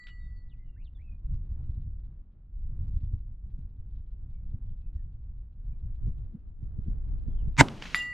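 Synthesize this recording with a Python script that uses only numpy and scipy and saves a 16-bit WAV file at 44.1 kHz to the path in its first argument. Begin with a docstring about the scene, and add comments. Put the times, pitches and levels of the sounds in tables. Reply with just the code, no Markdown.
"""A revolver fires on open rangeland, 7.6 s in: a sharp muzzle blast that ground and hillside scatter back.
A third of a second later the bullet hits a steel plate downrange and its modes clang.
At the start the hammer clicks as it is cocked, and the plate still rings from an earlier hit.
Gusts buffet the microphone throughout; distant birds whistle faintly."""
import sys
import numpy as np
from scipy import signal
from scipy.fft import rfft, irfft, next_fast_len
from scipy.io import wavfile
from scipy.ndimage import map_coordinates

SR = 44100
rng = np.random.default_rng(int(sys.argv[2]) if len(sys.argv) > 2 else 0)


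def unload_wav(signal):
    """Save mono or channel-first audio to the path in sys.argv[1] as 16-bit WAV at rate SR, clipped to [-1, 1]."""
    wavfile.write(
        sys.argv[1],
        SR,
        np.round(np.clip(np.atleast_2d(signal).T, -1, 1) * 32767).astype(np.int16),
    )


N = 358533
SHOT_S = 7.6101  # blast reaches the microphone
GRAINS_PER_S = 600  # ticks in bullet splash and wind crackle

# spectrum of the noise swell: f/Hz, density/dB
SWELL_SPECTRUM = [(40, -10), (140, 9), (245, 5.5), (420, -14.5), (780, -16.5), (920, 3.5), (1120, -12),
                  (1500, 0.5), (1850, -1.5), (2130, 3.5), (2500, -6.5), (3100, -11.5), (5600, -16),
                  (7600, -13), (9000, -29), (15500, -45.5)]
# blast front and gas heave as damped sines: f/Hz, level/dB, t60/s
FRONT_MODES = [(980, 4, 0.0062), (1460, 1, 0.0072)]
HEAVE_MODES = [(246, -7.5, 0.026), (120, -14, 0.016)]


def revolver(swell_s=0.04, rise_s=0.032, bounce_s=0.00318, bounce_db=-10.5, heave_s=0.00533):
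    """The muzzle blast: a sharp front, its ground bounce, then the heave of gas."""
    def pulse(delay_s, modes):
        return sum(ring(since(SHOT_S + delay_s), *mode) for mode in modes)

    # a rough burst of noise swells for 40 ms just before the bang
    swell = amp(-12.5) * envelope(SHOT_S - swell_s, rise_s, hold_s=swell_s - rise_s, t60=0.03)
    rough_burst = swell * noise(SWELL_SPECTRUM, side_db=-13.5)
    bounce = amp(bounce_db) * pulse(bounce_s, FRONT_MODES)
    blast = -(pulse(0, FRONT_MODES) + bounce + pulse(heave_s, HEAVE_MODES))
    # the steep front meets the two microphone ports out of step
    side = amp(-8) * filtered(blast, lambda hz: 1j / (1 + (hz / 4000) ** 2))
    shot = rough_burst + stereo(blast, side)
    return filtered(shot, lambda hz: pan(1, left_db=np.interp(hz, [150, 600], [-5.5, -0.3])))


# bullet strikes: t/s, level/dB, ring t60 factor, treble ring gain/dB
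PLATE_STRIKES = [(-.2, -8.5, 1.024, 8), (7.946, -0.5, 2, -6.5)]
# plate modes: f/Hz, flare level/dB, ring level/dB, ring t60/s
PLATE_MODES = [(1233, -53, -55.5, 1.3), (1420, -56, -64, 1.3), (1962, -35, -30, 1.1), (4472, -62, -52, .95),
               (4828, -46, -63, .4), (7246, -40, -60, .5), (7526, -53, -65, .95), (10040, -50, -61, .4),
               (11000, -62, -78, .4), (12530, -59, -67, .45), (13960, -63, -79, .5)]
# fragment splash spectrum: f/Hz, density/dB
SPLASH_SPECTRUM = [(200, -8), (700, -0.5), (2600, -4.5), (4000, -2.5), (6800, -18), (8200, -36),
                   (12500, -23.5), (15000, -54)]


def plate(flare_t60_s=0.28, flutter_db=5, settle_s=0.2, highpass_hz=700):
    """The bullet slaps the steel and splashes; modes flare, then ring on. A low thump sounds with it."""
    low, high, splash, low_thump = np.zeros((4, N))
    shakes = [wobble(90) for _ in range(3)]
    drift_s = 1.5e-5 * wobble(70)  # moving air jitters the travel time
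    for s, db, t60_factor, treble_db in PLATE_STRIKES:
        t = since(s + drift_s)
        slap = ring(t, hz=2050, db=db - 0.5, t60=0.0041) * (1 - np.exp(-t / 0.00035))
        low += slap
        splash += bursts([(s, db - 11, 0.005), (s, db - 35, 0.19)])
        low_thump += ring(t, hz=166, db=db - 31, t60=0.032)
        for k, (hz, flare_db, ring_db, t60) in enumerate(PLATE_MODES):
            flare = ring(t, hz, db + flare_db, flare_t60_s)
            lasting = ring(t, hz, db + ring_db, t60 * t60_factor)
            if hz < 3000:
                low += flare + lasting
            else:  # short waves beam, so they flutter while the plate shakes
                flutter = amp(flutter_db * shakes[k % 3] * np.exp(-t / settle_s))
                high += flutter * (flare + amp(treble_db) * lasting) * ramp(s, rise_s=0.0078) ** 2
    grains = unit(amp(3 * wobble(GRAINS_PER_S)))
    fragments = splash * grains * noise(SPLASH_SPECTRUM, side_db=-20)
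    clang = low + swinging_tone(PLATE_STRIKES[-1][0]) + pan(high, left_db=2) + fragments
    # a small plate rings with no bass
    return low_thump + filtered(clang, lambda hz: hz ** 4 / (hz ** 4 + highpass_hz ** 4))


def swinging_tone(s, facing_s=0.068, facing_db=14):
    """One beamed mode of the plate struck at s, loudest as the plate swings to face the microphone."""
    facing = amp(facing_db * bump(s + facing_s, width_s=0.014))
    return facing * ramp(s, rise_s=0.018) * ring(since(s), hz=2802, db=-40.5, t60=0.96)


# answering slopes: delay/s, rise/s, hold/s, level/dB
SLOPE_ECHOES = [(.01, 0.053, 0.13, -58.5), (0.171, 0.048, 0.16, -50)]
# ground scatter and hillside spectra: f/Hz, density/dB
GROUND_SPECTRUM = [(40, -26), (130, 3.5), (270, -2.5), (500, -13.5), (1000, -13.5), (2000, -28),
                   (4000, -34.5), (7500, -39.5), (10000, -43.5), (15500, -58)]
HILLSIDE_SPECTRUM = [(150, 3.5), (600, -11), (1500, 1.5), (2800, 3.5), (6600, -9), (8200, -19),
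                     (14000, -30.5)]


def landscape(slope_t60_s=0.34):
    """Grass and stones scatter the blast, weaker with distance; a near and a far slope answer."""
    t = since(SHOT_S)
    scatter = amp(-13) * (t > 0) * (1 + t / 0.006) ** -1.15 * noise(GROUND_SPECTRUM, side_db=-24)
    answer = sum(amp(db) * envelope(SHOT_S + delay_s, rise_s, hold_s, slope_t60_s)
                 for delay_s, rise_s, hold_s, db in SLOPE_ECHOES)
    return scatter + answer * amp(1.2 * wobble(63)) * noise(HILLSIDE_SPECTRUM, side_db=-13.5)


# cracks and echoes: t/s, level/dB, t60/s
CRACK_BURSTS = [(7.5681, -34.5, 0.009), (7.685, -24.5, 0.0057), (7.823, -30, 0.018), (7.839, -41, 0.018),
                (7.8552, -31.5, 0.013), (7.859, -43, 0.022), (7.9889, -36, 0.013)]
# their spectrum: f/Hz, density/dB
CRACK_SPECTRUM = [(200, -5), (700, -9), (1400, -4), (2600, 3.5), (4000, -9), (6500, -18), (9000, -43),
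                  (15000, -52)]


def cracks():
    """Sharp cracks around the blast and echoes off banks and posts, each with a short pressure front."""
    fronts = sum(ring(since(s), hz=1350, db=db + 2.5, t60=0.0034) for s, db, _ in CRACK_BURSTS)
    return fronts + bursts(CRACK_BURSTS) * noise(CRACK_SPECTRUM, side_db=-17)


# cocking clicks: t/s, level/dB, t60/s
LOCK_CLICKS = [(.038, -61, 0.02), (.0688, -47.5, 0.031), (.083, -55, 0.086)]
# steel click spectrum: f/Hz, density/dB
CLICK_SPECTRUM = [(200, -30.5), (700, -1), (1400, 12), (2200, 13), (3500, 13.5), (6500, -13), (9000, -15),
                  (15000, -43)]


def lockwork():
    """Steel clicks as the hammer is drawn back and the cylinder locks."""
    return bursts(LOCK_CLICKS) * noise(CLICK_SPECTRUM, side_db=-37)


# gusts: t/s, buffet level/dB, rush level/dB
GUSTS = [(0.0, -51.5, -83), (0.2, -41.5, -81.5), (0.6, -44.5, -82), (1.22, -41, -78.5), (1.35, -27, -80),
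         (1.44, -40.5, -77.5), (1.6, -32, -71.5), (1.88, -35, -81.5), (2.1, -38, -76.5), (2.38, -51, -81),
         (2.6, -35.5, -81), (2.8, -34, -74.5), (3.12, -31.5, -77.5), (3.3, -40.5, -81), (3.85, -36.5, -78),
         (4.15, -40.5, -80), (4.32, -36, -78.5), (4.55, -35.5, -77), (4.8, -38, -80), (5.5, -43, -80.5),
         (6.1, -29.5, -73.5), (6.23, -34.5, -75.5), (6.36, -42, -74), (6.53, -43.5, -79.5),
         (6.92, -33, -70), (7.5, -30, -67.5)]
# buffet, rush and crunch spectra: f/Hz, density/dB
BUFFET_SPECTRUM = [(10, -2.5), (22, 8), (42, 6.5), (80, -2.5), (135, -21.5), (215, -41.5), (330, -41),
                   (600, -83.5)]
RUSH_SPECTRUM = [(70, -2), (170, 18.5), (260, 12), (400, 1.5), (700, -7), (1400, -14), (2200, -23.5),
                 (4000, -31.5), (8000, -63), (14000, -69)]
CRUNCH_SPECTRUM = [(400, -3.5), (1500, -4), (3800, -1), (5500, -15), (9000, -34.5)]


def wind(drop_s=7.5, drop_db=-18.5, widen_s=5.56):
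    """Turbulence rumbles and throbs on the ports in lumps; rushing air and soft crunches sound behind."""
    buffet_db, rush_db = curves(GUSTS) + drop_db * ramp(drop_s, rise_s=0.18)  # last gust drops away
    swirl = wobble(16)
    swirl = np.minimum(swirl, np.tanh(swirl))  # lulls go deeper than lumps rise
    lumps = amp(5 * swirl)
    throb_band = noise([(40, -17), (100, 7), (160, -4), (280, -28), (600, -88.5)], side_db=1)
    throb = unit(lumps * throb_band)
    buffet = unit(amp(2 * swirl) * noise(BUFFET_SPECTRUM, side_db=2))
    rumble = amp(buffet_db) * (amp(5) * buffet + amp(-9) * throb)
    rush = amp(rush_db + 18.5) * lumps ** 0.35 * noise(RUSH_SPECTRUM, side_db=4.5)
    grains = unit(amp(4 * np.clip(wobble(GRAINS_PER_S), -2, 1)))
    flicker = np.clip(2 * wobble(60) - 1, 0, 1)
    crunch = amp(0.79 * buffet_db - 54.5) * flicker * grains * noise(CRUNCH_SPECTRUM, side_db=-0.5)
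    left, right = rumble + rush + crunch + eddies(grains)
    width = amp(-10.5) * ramp(widen_s, rise_s=1.16)  # mono at first, then widens in stereo
    return stereo((left + right) / 2, width * (left - right) / 2)


# single eddies: t/s, thump level/dB, f/Hz, crackle level/dB
EDDY_HITS = [(1.346, -26.5, 82, -68), (1.519, -23.5, 61, -73), (1.698, -23, 70, -85.5),
             (1.781, -26, 82.4, -87), (1.878, -28.5, 83.2, -89), (2.883, -23.5, 64, -70.5),
             (2.968, -22.5, 70, -71), (3.038, -21.5, 73.5, -72.5), (3.141, -21, 74, -70),
             (3.592, -35, 120.5, -81), (4.546, -23.5, 87.5, -97), (4.962, -24.5, 56.6, -73),
             (6.084, -21, 107.4, -70.5), (6.353, -32, 146, -95), (6.636, -27, 92.5, -76),
             (6.791, -23.5, 107, -98), (6.885, -27, 143, -74.5), (7.285, -26, 139, -74),
             (7.479, -24, 105, -79)]
# crackle spectrum: f/Hz, density/dB
CRACKLE_SPECTRUM = [(300, -7), (900, -3), (2500, -9), (5000, -13.5), (7800, -16.5), (10000, -38.5)]


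def eddies(grains, half_width_cycles=0.46):
    """Each eddy thumps the microphone and breaks up in a flurry; a brief, faint crackle comes with it."""
    thumps, crackles, flurries = np.zeros((3, N))
    for s, db, hz, crackle_db in EDDY_HITS:
        thumps += amp(db) * bump(s, half_width_cycles / hz) * np.cos(2 * np.pi * hz * (clock() - s))
        crackles += amp(crackle_db) * np.tanh(2 * bump(s, width_s=0.012))
        flurries += amp(db - 22) * (hz / 100) ** 2.35 * bump(s, width_s=0.025)
    flurry_band = noise([(120, -11), (210, 3), (330, -12), (500, -25.5), (1500, -68)], side_db=0.5)
    return thumps + flurries * flurry_band + crackles * grains * noise(CRACKLE_SPECTRUM, side_db=4.5)


# whistles: t/s, length/s, start f/Hz, end f/Hz, level/dB
BIRD_WHISTLES = [(0, 0.11, 4050, 3870, -75), (0.073, 0.065, 3070, 2875, -63), (0.2, 0.088, 3820, 3670, -80),
                 (0.343, 0.091, 4550, 4390, -76.5), (0.493, 0.054, 4270, 2450, -71.5),
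                 (0.578, 0.079, 2087, 2053, -74), (0.636, 0.15, 3040, 2700, -84.5),
                 (0.759, 0.082, 1430, 2770, -70.5), (0.843, 0.048, 4570, 2720, -67.5),
                 (0.946, 0.036, 3680, 3350, -73), (0.98, 0.067, 1730, 2600, -70.5),
                 (1.039, 0.12, 2660, 2446, -71.5), (4.308, 0.12, 2480, 2170, -88.5),
                 (4.68, 0.07, 3320, 3230, -89), (4.81, 0.11, 2600, 2510, -86.5),
                 (4.97, 0.063, 1870, 1760, -83), (5.717, 0.06, 2415, 2330, -86),
                 (7.297, 0.05, 3390, 3310, -77.5), (7.368, 0.082, 3460, 2660, -74.5)]


def birds(rasp=0.1, flutter_db=3, echo_db=-13, echo_t60_s=0.25):
    """Thin fluttering whistles glide and level off; wide sweeps rasp, and all trail off over the field."""
    t = clock()
    song, jitter = np.zeros(N), wobble(550)
    for s, length_s, start_hz, end_hz, db in BIRD_WHISTLES:
        inside = (t >= s) & (t < s + length_s)
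        progress = (t[inside] - s) / length_s
        glide_hz = end_hz + (start_hz - end_hz) * np.abs(1 - progress) ** 1.6
        hz = glide_hz * (1 + rasp * np.log(start_hz / end_hz) * jitter[inside])
        arch = np.abs(np.sin(np.pi * progress)) ** 0.5
        song[inside] += amp(db) * arch * np.sin(2 * np.pi * np.cumsum(hz) / SR)
    song *= amp(flutter_db * wobble(110))
    tail = rng.standard_normal(SR // 2) * amp(-60 * t[:SR // 2] / echo_t60_s)
    return song + amp(echo_db) * signal.fftconvolve(song, tail / np.linalg.norm(tail))[:N]


def air():
    """A very faint, steady hiss."""
    return amp(-103) * noise([(100, -3.5), (3000, 10), (5000, -12.5), (15000, -11)], side_db=-15)


def amp(db):
    """Decibels to gain."""
    return 10 ** (np.asarray(db) / 20)


def unit(x):
    """x at rms 1."""
    return x / np.sqrt(np.mean(x ** 2) + 1e-20)


def clock():
    """Sample times in seconds."""
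    return np.arange(N) / SR


def since(s):
    """Time since s, zero before it."""
    return np.maximum(clock() - s, 0)


def curves(rows):
    """Each column after the time, interpolated per sample."""
    times, *columns = np.transpose(rows)
    return np.array([np.interp(clock(), times, column) for column in columns])


def ramp(s, rise_s):
    """Linear rise from 0 at s to 1."""
    return np.minimum(since(s) / rise_s, 1)


def bump(s, width_s):
    """Bell of height 1 around s."""
    return np.exp(-np.minimum(((clock() - s) / width_s) ** 2, 50))


def decay(t, t60):
    """Exponential fall, 60 dB per t60."""
    return amp(-60 * np.minimum(t / t60, 4))


def envelope(s, rise_s, hold_s, t60):
    """Curved rise, hold, exponential release."""
    return ramp(s, rise_s) ** 2 * decay(since(s + rise_s + hold_s), t60)


def bursts(rows):
    """Envelope with a fast rise and a decay per row: t/s, level/dB, t60/s."""
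    return sum(amp(db) * decay(since(s), t60) * np.tanh(since(s) / 0.00045) for s, db, t60 in rows)


def ring(t, hz, db, t60):
    """Damped sine."""
    return amp(db) * decay(t, t60) * np.sin(2 * np.pi * hz * t)


def wobble(knots_per_s):
    """Smooth random curve."""
    knots = rng.standard_normal(int(N * knots_per_s / SR) + 4)
    return map_coordinates(knots, [clock() * knots_per_s])


def filtered(x, response):
    """x through a frequency response."""
    size = next_fast_len(N + 8192)
    return irfft(rfft(x, size) * response(np.fft.rfftfreq(size, 1 / SR)), size)[..., :N]


def noise(spectrum, side_db):
    """Stereo noise of rms 1 from rows of f/Hz, density/dB; side_db sets its width."""
    hz, db = np.transpose(spectrum)
    white = rng.standard_normal((2, N))
    mid, side = filtered(white, lambda f: amp(np.interp(np.log(f + 1), np.log(hz), db)))
    return unit(stereo(mid, amp(side_db) * side))


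def stereo(mid, side):
    """Mid and side to left and right."""
    return np.array([mid + side, mid - side])


def pan(x, left_db):
    """x with left over right by left_db."""
    return np.array([x * amp(left_db / 2), x * amp(-left_db / 2)])


def scene():
    """All sources at the two microphone ports."""
    return revolver() + plate() + landscape() + cracks() + lockwork() + wind() + birds() + air()


def record(dry, droop_hz=13500, limit_hz=15700):
    """The blast overloads the input softly; the top octave droops, then cuts off at the band limit."""
    clipped = dry / (1 + np.abs(dry) ** 6) ** (1 / 6)
    return filtered(clipped, lambda hz: (hz < limit_hz) / np.sqrt(1 + (hz / droop_hz) ** 8))


dry = scene()
out = record(dry)
unload_wav(out)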